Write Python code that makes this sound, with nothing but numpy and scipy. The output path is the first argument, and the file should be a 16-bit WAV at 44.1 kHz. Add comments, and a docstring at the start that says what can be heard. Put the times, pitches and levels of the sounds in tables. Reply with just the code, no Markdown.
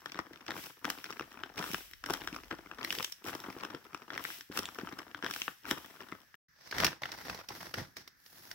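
"""Faint crackle and the snap of creases in a quiet room: a hand turns a stuffed toy of taped paper.
Five squeezes crumple its skin and drive air out through the seams; on each release it springs back,
gasps and slowly refills. The hollow body thumps, and wrinkles crackle as the fingers shift their grip.
After a short silence the hand rummages in a paper bag on the floor: the walls rustle, stiff folds buckle,
a second taped toy hisses in the fingers and the wrist knocks the side."""
import sys
import numpy as np
from scipy import signal
from scipy.fft import rfft, irfft, next_fast_len
from scipy.io import wavfile
from scipy.ndimage import uniform_filter1d

SR = 44100
rng = np.random.default_rng(int(sys.argv[2]) if len(sys.argv) > 2 else 0)


def wav_record(signal):
    """Record a signal, one row per channel, as 16-bit PCM in the file named by sys.argv[1]."""
    frames = np.transpose(np.atleast_2d(signal))
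    bounded = np.clip(frames, -1, 1)
    # unit amplitude maps onto the largest positive 16-bit level
    quanta = np.round(bounded * 32767).astype(np.int16)
    wavfile.write(sys.argv[1], SR, quanta)


N = 376613
TIME = np.arange(N) / SR
TOY_END_S, BAG_START_S = 6.355, 6.485
HIT = np.arange(2048) / SR  # time within one hit
HIT_GAIN = np.sqrt(.005 * SR)  # a hit's level is its energy spread over 5 ms
LEAD_IN = 256  # samples of build-up before a snap


def undb(db):
    """Decibels to gain."""
    return 10 ** (np.asarray(db) / 20)


def unit(x):
    """Scale to unit energy."""
    return x / np.sqrt(np.sum(x ** 2, axis=-1, keepdims=True) + 1e-18)


def through(x, response):
    """Convolve, keeping the length."""
    return signal.oaconvolve(np.atleast_2d(x), np.atleast_2d(response), axes=-1)[:, :x.shape[-1]]


def along(points, hz):
    """Read (f/Hz, level/dB) points on a log-frequency axis."""
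    f, db = np.transpose(points)
    return np.interp(np.log(hz + 1), np.log(f), db)


def colour(x, points, size=4096):
    """Minimum-phase EQ of unit energy with the given curve."""
    cepstrum = irfft(np.log(undb(along(points, np.fft.rfftfreq(size, 1 / SR)))))
    cepstrum[1:size // 2] *= 2
    cepstrum[size // 2 + 1:] = 0
    return through(x, unit(irfft(np.exp(rfft(cepstrum)))))


def hiss(likeness, size=N):
    """Stereo white noise, from wide (likeness 0) to mono (1)."""
    shared, own = rng.standard_normal(size), rng.standard_normal((2, size))
    return np.sqrt(likeness) * shared + np.sqrt(1 - likeness) * own


def grain(rate, spread_db, even_s, fall_s):
    """Envelope of random tiny slips, mostly weak and a few strong, their power evened out over even_s."""
    chance, size = rng.random(N), rng.exponential(size=N)
    power = (chance < rate / SR) * undb(spread_db * np.minimum(size, 4)) ** 2
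    power = power / (np.abs(uniform_filter1d(power, int(even_s * SR))) + 1 / (even_s * SR))
    return np.sqrt(np.abs(through(power, unit(np.exp(-HIT / fall_s)) ** 2)))


def swell(start, rise_s, hold_s, fall_s):
    """Envelope of one movement: a smooth attack, a hold and an exponential release."""
    t = TIME - start
    attack = np.sin(np.pi / 2 * np.clip(t / rise_s, 0, 1)) ** 2
    return attack * np.exp(-np.maximum(t - rise_s - hold_s, 0) / fall_s)


def moves(rows, fall_s):
    """Movements (t/s, rise/s, hold/s, level/dB, ...) summed in power: one envelope per level column."""
    gains = (undb(db)[:, None] * swell(s, rise_s, hold_s, fall_s) for s, rise_s, hold_s, *db in rows)
    return np.sqrt(sum(gain ** 2 for gain in gains))


def burst(rise_s, fall_s):
    """A cluster of micro-slips that builds up to a snap and dies away."""
    t = HIT - LEAD_IN / SR
    return unit(hiss(0.3, size=len(HIT)) * np.exp(np.minimum(t / rise_s, -t / fall_s)))


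def facet(hz, cycles, overtone_db=-7, scatter_s=.00006):
    """A patch of paper rings briefly with one overtone; its place sets the lag between the sides."""
    lag, ratio = scatter_s * rng.standard_normal(), rng.uniform(1.436, 2.2)
    turn = hz * np.maximum(HIT - np.array([[max(-lag, 0)], [max(lag, 0)]]), 0)
    wave = np.sin(2 * np.pi * turn) + undb(overtone_db) * np.sin(2 * np.pi * ratio * turn)
    return unit(wave * np.exp(-turn / cycles) * (1 - np.exp(-turn / 0.56)))


def body(modes, detune, push_s=0.0031):
    """A hollow body's thump; its resonances stray a little from blow to blow."""
    hz, t60, db = np.transpose(modes)[:, :, None]
    turn = hz * np.exp(detune * rng.standard_normal(hz.shape)) * HIT + rng.random(hz.shape)
    envelope = np.exp(-np.log(1000) * HIT / t60) * (1 - np.exp(-HIT / push_s))
    rings = unit(np.sin(2 * np.pi * turn) * envelope)
    return unit(np.sum(undb(db) * rings, axis=0))


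def shaking(table, thump_db=-11.5, typical_hz=1450, db_per_octave=-14):
    """Add a thump level to each buckle: larger facets ring lower and shake the body more."""
    s, hz, ring_db, snap_db = np.transpose(table)
    shake_db = ring_db + thump_db + db_per_octave * np.log2(hz / typical_hz)
    return np.transpose([s, hz, ring_db, shake_db, snap_db])


def buckles(table, modes, snap_eq, cycles, slip_s, slip_db, snap_s, rise_s, tape=0):
    """Each buckle rings a facet, thumps the body and spits a bright snap; slips roughen the ring."""
    paper, snaps = np.zeros((2, 2, N + 2 * len(HIT)))
    for s, hz, ring_db, thump_db, snap_db in table:
        ring_gain, thump_gain, snap_gain = undb([ring_db, thump_db, snap_db]) * HIT_GAIN
        drive = undb(slip_db) * burst(rise_s, slip_s)
        drive[:, LEAD_IN] += 1
        span = slice(int(s * SR), int(s * SR) + len(HIT))
        paper[:, span] += ring_gain * unit(through(drive, facet(hz, cycles)))
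        paper[:, span.start + LEAD_IN:span.stop + LEAD_IN] += thump_gain * body(modes, detune=.15)
        snaps[:, span] += snap_gain * burst(rise_s, snap_s)
        if tape:  # tape adds a short full-range crack, more so the harder it snaps
            hardness = tape * min(undb(snap_db + 36.5), 1)
            paper[:, span] += snap_gain * hardness * burst(rise_s=0.0019, fall_s=0.00073)
    return (paper + colour(snaps, snap_eq))[:, LEAD_IN:N + LEAD_IN]


def soft_blows(table, mode_ratios, contact_hz):
    """Blows that ring only the hollow body; the padded contact drives little above contact_hz."""
    out = np.zeros(N + len(HIT))
    for s, hz, db in table:
        at = int(s * SR)
        out[at:at + len(HIT)] += undb(db) * HIT_GAIN * body(mode_ratios * [hz, 1, 1], detune=0.024)
    return signal.sosfilt(signal.butter(2, contact_hz, fs=SR, output="sos"), out[:N])


# Spectrum of the quiet room: f/Hz, level/dB
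ROOM_EQ = [(150, 1), (700, -25), (1700, 5.5), (3000, -19), (5500, -5.5), (8500, -29.5), (15000, -15)]


def room_tone():
    """A faint, steady noise bed."""
    return undb(-68) * colour(hiss(0.21), ROOM_EQ)


# The fingers shift their grip: t/s, length/s, crackle/dB, rub/dB
GRIP_SHIFTS = [(0.139, 0.06, -45, -53.5), (1.037, 0.18, -48.5, -70), (1.366, 0.05, -53.5, -53),
               (2.198, 0.19, -49, -60.5), (2.501, 0.045, -45, -49), (3.43, 0.073, -48, -49),
               (3.537, 0.2, -51, -52), (4.751, 0.18, -52.5, -53), (4.947, 0.071, -47, -53.5),
               (5.98, 0.11, -51, -61)]
# The thumb presses the toy flat, then lets go: t/s, length/s, outflow peak/share of length,
# air out/dB, crumple/dB, crumple decay/s, air in/dB, unfolding/dB
PRESSES = [(0.458, 0.356, 0.44, -48.5, -40, 0.33, -60, -48.5),
           (1.548, 0.483, 0.31, -45.5, -37, 0.12, -58, -41),
           (2.771, 0.44, 0.44, -46.5, -41, 0.26, -45.5, -41),
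           (4.096, 0.397, 0.53, -46, -41, 0.19, -45, -43.5),
           (5.214, 0.416, 0.43, -46.5, -40, 0.098, -43, -42.5)]


def squeezing(rest_s=6.172, refill_s=0.27, sharpness=3.2, seep_db=-20.5, stuffing_db=-6.5):
    """The hand's work on the toy as three envelopes: skin flex, rub and airflow."""
    grips = [(s, 0.01, length - 0.01, *db) for s, length, *db in GRIP_SHIFTS]
    grip_flex, grip_rub = moves(grips, fall_s=0.0092)
    handled = np.exp(-np.maximum(TIME - rest_s, 0) / 0.063)
    skin = undb(-56) * handled  # light handling crackles and leaks a little until the hand rests
    trickle = undb(-69) * np.exp(-TIME / refill_s)  # air still seeping in at the start
    air = np.hypot(undb(-67.5) * handled, trickle)
    plump = np.ones(N)
    for s, length, peak, out_db, crumple_db, crumple_s, in_db, unfold_db in PRESSES:
        pressed = (TIME > s) & (TIME < s + length)
        depth = pressed * (TIME - s) / length
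        hump = np.abs(np.sin(np.pi * depth ** (np.log(.5) / np.log(peak)))) ** sharpness
        outflow = undb(out_db) * (hump + undb(seep_db) * pressed)
        crumple = undb(crumple_db) * swell(s, rise_s=0.036, hold_s=0, fall_s=crumple_s) * pressed
        spring_back = dict(start=s + length, rise_s=0.078, hold_s=0.017)
        gasp = undb(in_db) * swell(**spring_back, fall_s=0.015) ** 2
        refill = undb(-53) * swell(**spring_back, fall_s=refill_s)
        unfold = undb(unfold_db) * swell(**spring_back, fall_s=0.075)
        air = np.sqrt(air ** 2 + outflow ** 2 + gasp ** 2 + refill ** 2)
        skin = np.sqrt(skin ** 2 + crumple ** 2 + unfold ** 2)
        plump *= 1 - depth
    # a flattened toy hardly crackles, and its stuffing rubs even less
    flex = np.hypot(grip_flex, skin) * plump
    rub = np.hypot(grip_rub, undb(stuffing_db) * skin) * plump ** 2
    return flex, rub, air


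# Breathy spectrum of air in the seams: f/Hz, level/dB
SEAM_EQ = [(400, -9.5), (1500, -5.5), (3000, 2), (4400, -5.5), (5700, 0), (6600, -9), (7700, -5),
           (8700, -11), (11000, -5.5), (15200, -3)]


def seam_air(air, ticking):
    """Air hisses through the seams and spits as it strains the tape."""
    return colour(hiss(0.076) * air * np.hypot(1, ticking / 2), SEAM_EQ)


# Bright edge of taped paper snapping: f/Hz, level/dB
SNAP_EQ = [(1200, -21.5), (3200, 3.5), (4400, -6.5), (5600, 5.5), (6700, -14), (7800, -6.5), (9000, -36),
           (15000, -17)]


def tape_ticks(flex, ticking):
    """The tape ticks finely wherever the skin flexes."""
    return undb(-15.5) * colour(hiss(0.52) * ticking * flex, SNAP_EQ)


# Resonances of the hollow toy: ratio to the main one, t60/s, level/dB
TOY_RATIOS = [(0.42, 0.066, -11.5), (0.74, 0.07, -6), (1.002, 0.03, 0.5), (1.351, 0.023, -2)]
TOY_MODES = np.array(TOY_RATIOS) * [306.5, 1, 1]  # tuned to the toy at rest: f/Hz, t60/s, level/dB


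def wrinkles(flex, count=420, per_run=3, run_s=0.02, crowding=0.6, spread_db=4, centre_hz=1498):
    """Crackle: one wrinkle sets off the next in short runs that crowd where the skin flexes."""
    in_hand = TIME < TOY_END_S
    rate = (flex + 1e-9) ** crowding * in_hand
    rate /= np.mean(rate[in_hand])
    runs = count // per_run
    shares = (np.arange(runs) + rng.random(runs)) / (runs + 1)
    starts = np.repeat(np.searchsorted(np.cumsum(rate) / np.sum(rate), shares), per_run)
    at = starts + (run_s * SR * rng.random(count)).astype(int)
    strength = undb(spread_db * np.minimum(rng.exponential(size=count), 2))
    strength /= np.sqrt(uniform_filter1d(strength ** 2, size=7))
    db = 20 * np.log10(strength * flex[at] / np.sqrt(rate[starts] + 1e-9) + 1e-18)
    # large facets ring low and shake the body; small or taped ones snap
    small, tape = np.clip(rng.standard_normal((2, count)), -2, 2)
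    hz = centre_hz * np.exp(0.34 * small)
    thump_db = db - 5 - 2 * small
    snap_db = db - 12 + 2 * (small + tape)
    rows = np.transpose([at / SR, hz, db, thump_db, snap_db])
    return buckles(rows, TOY_MODES, SNAP_EQ, cycles=.8, slip_s=.0015, slip_db=0, snap_s=.001, rise_s=.0008)


# Dull spectrum of fingers and stuffing rubbing: f/Hz, level/dB
RUB_EQ = [(45, -9.5), (85, 4.5), (150, -6.5), (230, 5.5), (450, -1), (1400, 1.5), (3000, -16.5),
          (6000, -29)]


def rubbing(rub):
    """Fingers and stuffing drag on the paper in a dense grain of slips."""
    slips = grain(rate=240, spread_db=3, even_s=0.078, fall_s=0.0037)
    return colour(hiss(0.82) * slips * rub, RUB_EQ)


# The toy's large creases: t/s, ring f/Hz, ring level/dB, snap level/dB
CREASE_HITS = [(0.0592, 1544, -37, -44.5), (0.1199, 2925, -41, -45), (0.1902, 1217, -31, -43.5),
               (0.465, 1620, -53, -48), (0.5067, 1780, -35.5, -42.5), (0.516, 1410, -43, -56),
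               (0.8458, 1290, -34, -43), (0.8525, 1553, -32, -39.5), (0.8792, 907, -38, -67.5),
               (0.902, 1490, -34, -32), (1.0425, 1770, -41, -42), (1.105, 1180, -40, -46),
               (1.1957, 1410, -35.5, -45.5), (1.2096, 1172, -40, -52), (1.3736, 1206, -46, -70),
               (1.4357, 1487, -34.5, -49.5), (1.5786, 1998, -40.5, -41), (1.5927, 1299, -43, -42),
               (1.6259, 1800, -38, -45), (1.6409, 1340, -36.5, -44), (1.734, 3040, -45, -38),
               (1.7451, 1600, -30.5, -39), (1.935, 1996, -47.5, -47.5), (2.0398, 1495, -37.5, -45),
               (2.0615, 1800, -40, -40), (2.0994, 1330, -34, -42.5), (2.1055, 920.5, -32, -36),
               (2.1378, 1450, -34.5, -32.5), (2.2746, 1580, -33.5, -40), (2.3629, 1340, -39, -44.5),
               (2.5121, 1610, -35, -56), (2.7136, 1573, -40, -56), (2.8301, 3101, -39.5, -61),
               (2.8475, 1860, -32.5, -37), (2.9056, 2960, -29, -56), (2.9266, 1730, -36.5, -36.5),
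               (2.9519, 1930, -40, -40), (2.9864, 2990, -35.5, -44), (2.9987, 1190, -37, -54),
               (3.0054, 1300, -36, -50), (3.0278, 2972, -41, -37), (3.0461, 3130, -32, -34),
               (3.1237, 3400, -60, -38.5), (3.3511, 1150, -41, -41), (3.6349, 1215, -36.5, -45.5),
               (3.6498, 1380, -38.5, -43.5), (3.748, 1400, -42, -50), (3.9466, 1294, -36.5, -45),
               (4.1038, 1653, -37.5, -54.5), (4.1777, 1880, -33.5, -42.5), (4.2512, 1860, -33.5, -47),
               (4.303, 1642, -41.5, -58), (4.4091, 1787, -47, -44), (4.5744, 1460, -32.5, -33.5),
               (4.5907, 1190, -36.5, -32), (4.6556, 3280, -36.5, -60), (4.6884, 1390, -41.5, -51),
               (4.7871, 1445, -38.5, -45.5), (4.8724, 1400, -39.5, -61), (4.9892, 1332, -42, -43),
               (5.1468, 1490, -36.5, -56), (5.2258, 1652, -37.5, -51), (5.2453, 1570, -35, -43),
               (5.2638, 1520, -33, -42.5), (5.3108, 1650, -39.5, -38), (5.3381, 2600, -38.5, -39),
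               (5.362, 1700, -39, -41.5), (5.4185, 2770, -30.5, -52), (5.4802, 1530, -30.5, -64.5),
               (5.6539, 1510, -42, -53), (5.7113, 1670, -27.5, -31.5), (6.1232, 1290, -39, -64.5),
               (6.3425, 1828, -49.5, -68.5)]


def creases():
    """Large creases snap through with a hard crack of tape."""
    return buckles(shaking(CREASE_HITS), TOY_MODES, SNAP_EQ, cycles=0.97,
                   slip_s=0.0036, slip_db=-4.5, snap_s=0.002, rise_s=0.00051, tape=0.84)


# Fingers and shifting stuffing knock the hollow body: t/s, main resonance f/Hz, level/dB
BODY_KNOCKS = [(0.154, 241.7, -44.5), (0.309, 332, -46), (0.85, 297, -40.5), (1.208, 336, -38.5),
               (1.702, 210, -41.5), (1.734, 244, -37.5), (2.098, 398, -32), (2.325, 235, -39.5),
               (2.53, 382, -39.5), (2.977, 355, -41.5), (3.245, 340.2, -41), (3.349, 330, -39),
               (3.484, 276.4, -38), (3.564, 342, -39), (3.65, 302.4, -41.5), (3.742, 344.4, -36.5),
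               (4.499, 269, -40), (4.5907, 288, -34.5), (4.785, 357, -39), (4.8326, 240, -35.5),
               (4.925, 264, -42.5), (5.235, 304, -38), (5.7113, 324, -31), (6.123, 248.5, -40)]


def toy_thumps():
    """The hollow toy thumps, its resonances shifting together as it is deformed."""
    return soft_blows(BODY_KNOCKS, np.array(TOY_RATIOS), contact_hz=695)


# Low end of the toy turning in the hand: f/Hz, level/dB
RUMBLE_EQ = [(55, 17.5), (100, 8), (200, -33)]


def turning_rumble(middle_s=2.14, half_length_s=0.72):
    """Turning the toy over makes one soft swell of rumble."""
    turning = np.exp(-((TIME - middle_s) / half_length_s) ** 2)
    return undb(-61) * colour(hiss(0.33) * turning, RUMBLE_EQ)


def paper_slips():
    """Envelope of slipping paper: slips merge into a soft rustle, and small crinkles stand out."""
    rustle = uniform_filter1d(grain(rate=220, spread_db=4.5, even_s=.06, fall_s=.007), size=260)
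    crinkles = grain(rate=40, spread_db=3.5, even_s=.2, fall_s=.002)
    return np.sqrt((2 * rustle ** 2 + crinkles ** 2) / 3)


# Spectra of the bag's wall crumpled, brushed and bumped: f/Hz, level/dB
CRUMPLE_EQ = [(200, -12.5), (480, 0), (800, 3), (1250, 1.5), (2000, 3.5), (2400, -7.5), (3800, -10),
              (6000, -39)]
SLIDE_EQ = [(1500, -7), (3800, -6), (5600, 0.5), (6800, -13.5), (9400, -19), (14500, -13.5)]
BUMP_EQ = [(25, -9), (110, -5), (220, -4), (350, -6.5), (700, -37)]
# Strokes of the hand in the bag: t/s, rise/s, hold/s, crumple/dB, bump/dB, slide/dB
HAND_STROKES = [(6.5, 0.3, 0.08, -55, -69, -49), (6.7, 0.13, 0.026, -34.5, -41.5, -38),
                (7.01, 0.033, 0.35, -50.5, -61.5, -51.5), (7.24, 0.033, 0.034, -51, -51.5, -49.5),
                (7.486, 0.0059, 0.19, -51.5, -57, -51), (7.72, 0.07, 0.009, -43.5, -45.5, -43.5),
                (7.955, 0.0096, 0.042, -60.5, -63, -52.5), (8.25, 0.14, 0.25, -62, -68, -60.5)]


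def rummaging(slips):
    """The hand crumples, bumps and slides along the bag's walls."""
    sleeve = undb(-82) * (TIME > HAND_STROKES[1][0])  # lies against the bag from the second stroke on
    crumple, bump, slide = np.hypot(moves(HAND_STROKES, fall_s=0.035), sleeve)
    crumpling = colour(hiss(0.37) * slips * crumple, CRUMPLE_EQ)
    sliding = undb(-8.5) * colour(hiss(0.012) * (slips + 1) * slide, SLIDE_EQ)
    bumps = colour(hiss(1) * bump, BUMP_EQ)
    return crumpling + sliding + bumps


# Resonances of the bag: f/Hz, t60/s, level/dB
BAG_BODY = [(112, 0.089, 2.5), (227, 0.021, -5.5), (514, 0.026, 9.5)]
# The bag's folds give way: t/s, ring f/Hz, ring level/dB, snap level/dB
FOLD_HITS = [(6.7125, 2240, -43, -41), (6.7259, 1670, -33.5, -54), (6.7828, 1800, -32, -33.5),
             (6.802, 1900, -28, -30.5), (6.8465, 2040, -34, -20), (6.8665, 2660, -28, -29),
             (6.9299, 1530, -42.5, -61), (7.0202, 1012, -40.5, -45), (7.0348, 2040, -32, -48),
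             (7.0565, 1600, -35, -47), (7.1187, 2063, -46, -39.5), (7.2981, 1530, -35, -39.5),
             (7.3466, 1010, -45, -42), (7.4121, 1180, -47, -62), (7.488, 1580, -48, -38.5),
             (7.5053, 1070, -40, -55), (7.7411, 1700, -34, -37.5), (7.9683, 2000, -42.5, -43.5),
             (8.077, 1980, -54, -47), (8.262, 1750, -60, -52), (8.5142, 1800, -43, -40.5)]


def bag_folds():
    """Stiff paper buckles in ragged bursts."""
    return buckles(shaking(FOLD_HITS), BAG_BODY, SLIDE_EQ, cycles=0.72,
                   slip_s=0.0034, slip_db=4, snap_s=0.0047, rise_s=0.001)


# Thin, bright spectrum of tape under the fingers: f/Hz, level/dB
TUG_EQ = [(1500, -7), (5700, -1.5), (8700, -11.5), (11000, -1.5), (15000, -0.5)]
# The fingers grip a second taped toy in the bag: t/s, rise/s, hold/s, level/dB
TOY_TUGS = [(7.08, 0.11, 0.063, -56), (7.48, 0.08, 0.033, -52.5), (8.1, 0.31, 0.079, -55.5)]


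def tugging(slips):
    """The second toy hisses thinly as it is gripped and drawn out."""
    tug, = moves(TOY_TUGS, fall_s=0.16)
    return colour(hiss(0) * (slips + 1) / 2 * tug, TUG_EQ)


# The wrist meets the bag's wall: t/s, lowest resonance f/Hz, level/dB
WRIST_HITS = [(7.773, 113, -29), (7.812, 123, -32.5)]


def wrist_knocks():
    """The wrist knocks a low, padded boom out of the bag."""
    ratios = np.array(BAG_BODY) / [BAG_BODY[0][0], 1, 1]
    return soft_blows(WRIST_HITS, ratios, contact_hz=190)


# Stereo position of each prop, band by band: f/Hz, left minus right/dB
TOY_PAN = [(400, 2), (1300, 8), (2400, 5.5), (4400, -4), (8000, 2.5), (15000, 3.5)]
BAG_PAN = [(400, -2.5), (700, 1), (2400, 4), (4600, -6.5), (8000, 2), (15000, 1.5)]


def place(x, pan, lag_s):
    """Each side favours different bands, and the right arrives lag_s later."""
    size = next_fast_len(N)
    hz = np.fft.rfftfreq(size, 1 / SR)
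    tilt = undb(along(pan, hz) / 2)
    sides = np.array([tilt, np.exp(-2j * np.pi * hz * lag_s) / tilt])
    return irfft(rfft(x, size) * sides, size)[:, :N]


def room(x, wet_db, t60, treble_db):
    """A small furnished room answers with a short tail."""
    t = np.arange(SR // 2) / SR
    tail = hiss(0.42, size=len(t)) * np.exp(-np.log(1000) * t / t60) * (t > .003)
    response = unit(colour(tail, [(2000, 0.016), (12000, treble_db)]))
    return x + undb(wet_db) * through(x, response)


def scene():
    """The toy, then the bag, over faint room tone."""
    flex, rub, air = squeezing()
    ticking = grain(rate=36, spread_db=4.5, even_s=.2, fall_s=.0007)
    toy = seam_air(air, ticking) + tape_ticks(flex, ticking) + wrinkles(flex) + rubbing(rub)
    toy += creases() + toy_thumps() + turning_rumble()
    slips = paper_slips()
    bag = rummaging(slips) + bag_folds() + tugging(slips) + wrist_knocks()
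    props = np.where(TIME < TOY_END_S, place(toy, TOY_PAN, lag_s=.00006), place(bag, BAG_PAN, lag_s=0))
    return room_tone() + room(props, wet_db=-11, t60=0.23, treble_db=1.5)


def record(dry):
    """A short mute parts the two scenes; the deepest bass and the very top are cut."""
    gate = uniform_filter1d(1. * ((TIME < TOY_END_S) | (TIME > BAG_START_S)), size=200)
    low_cut = signal.butter(2, 46, "high", fs=SR, output="sos")
    high_cut = signal.ellip(8, .2, 70, 15700, fs=SR, output="sos")
    return signal.sosfilt(high_cut, signal.sosfilt(low_cut, dry) * gate)


dry = scene()
out = record(dry)
wav_record(out)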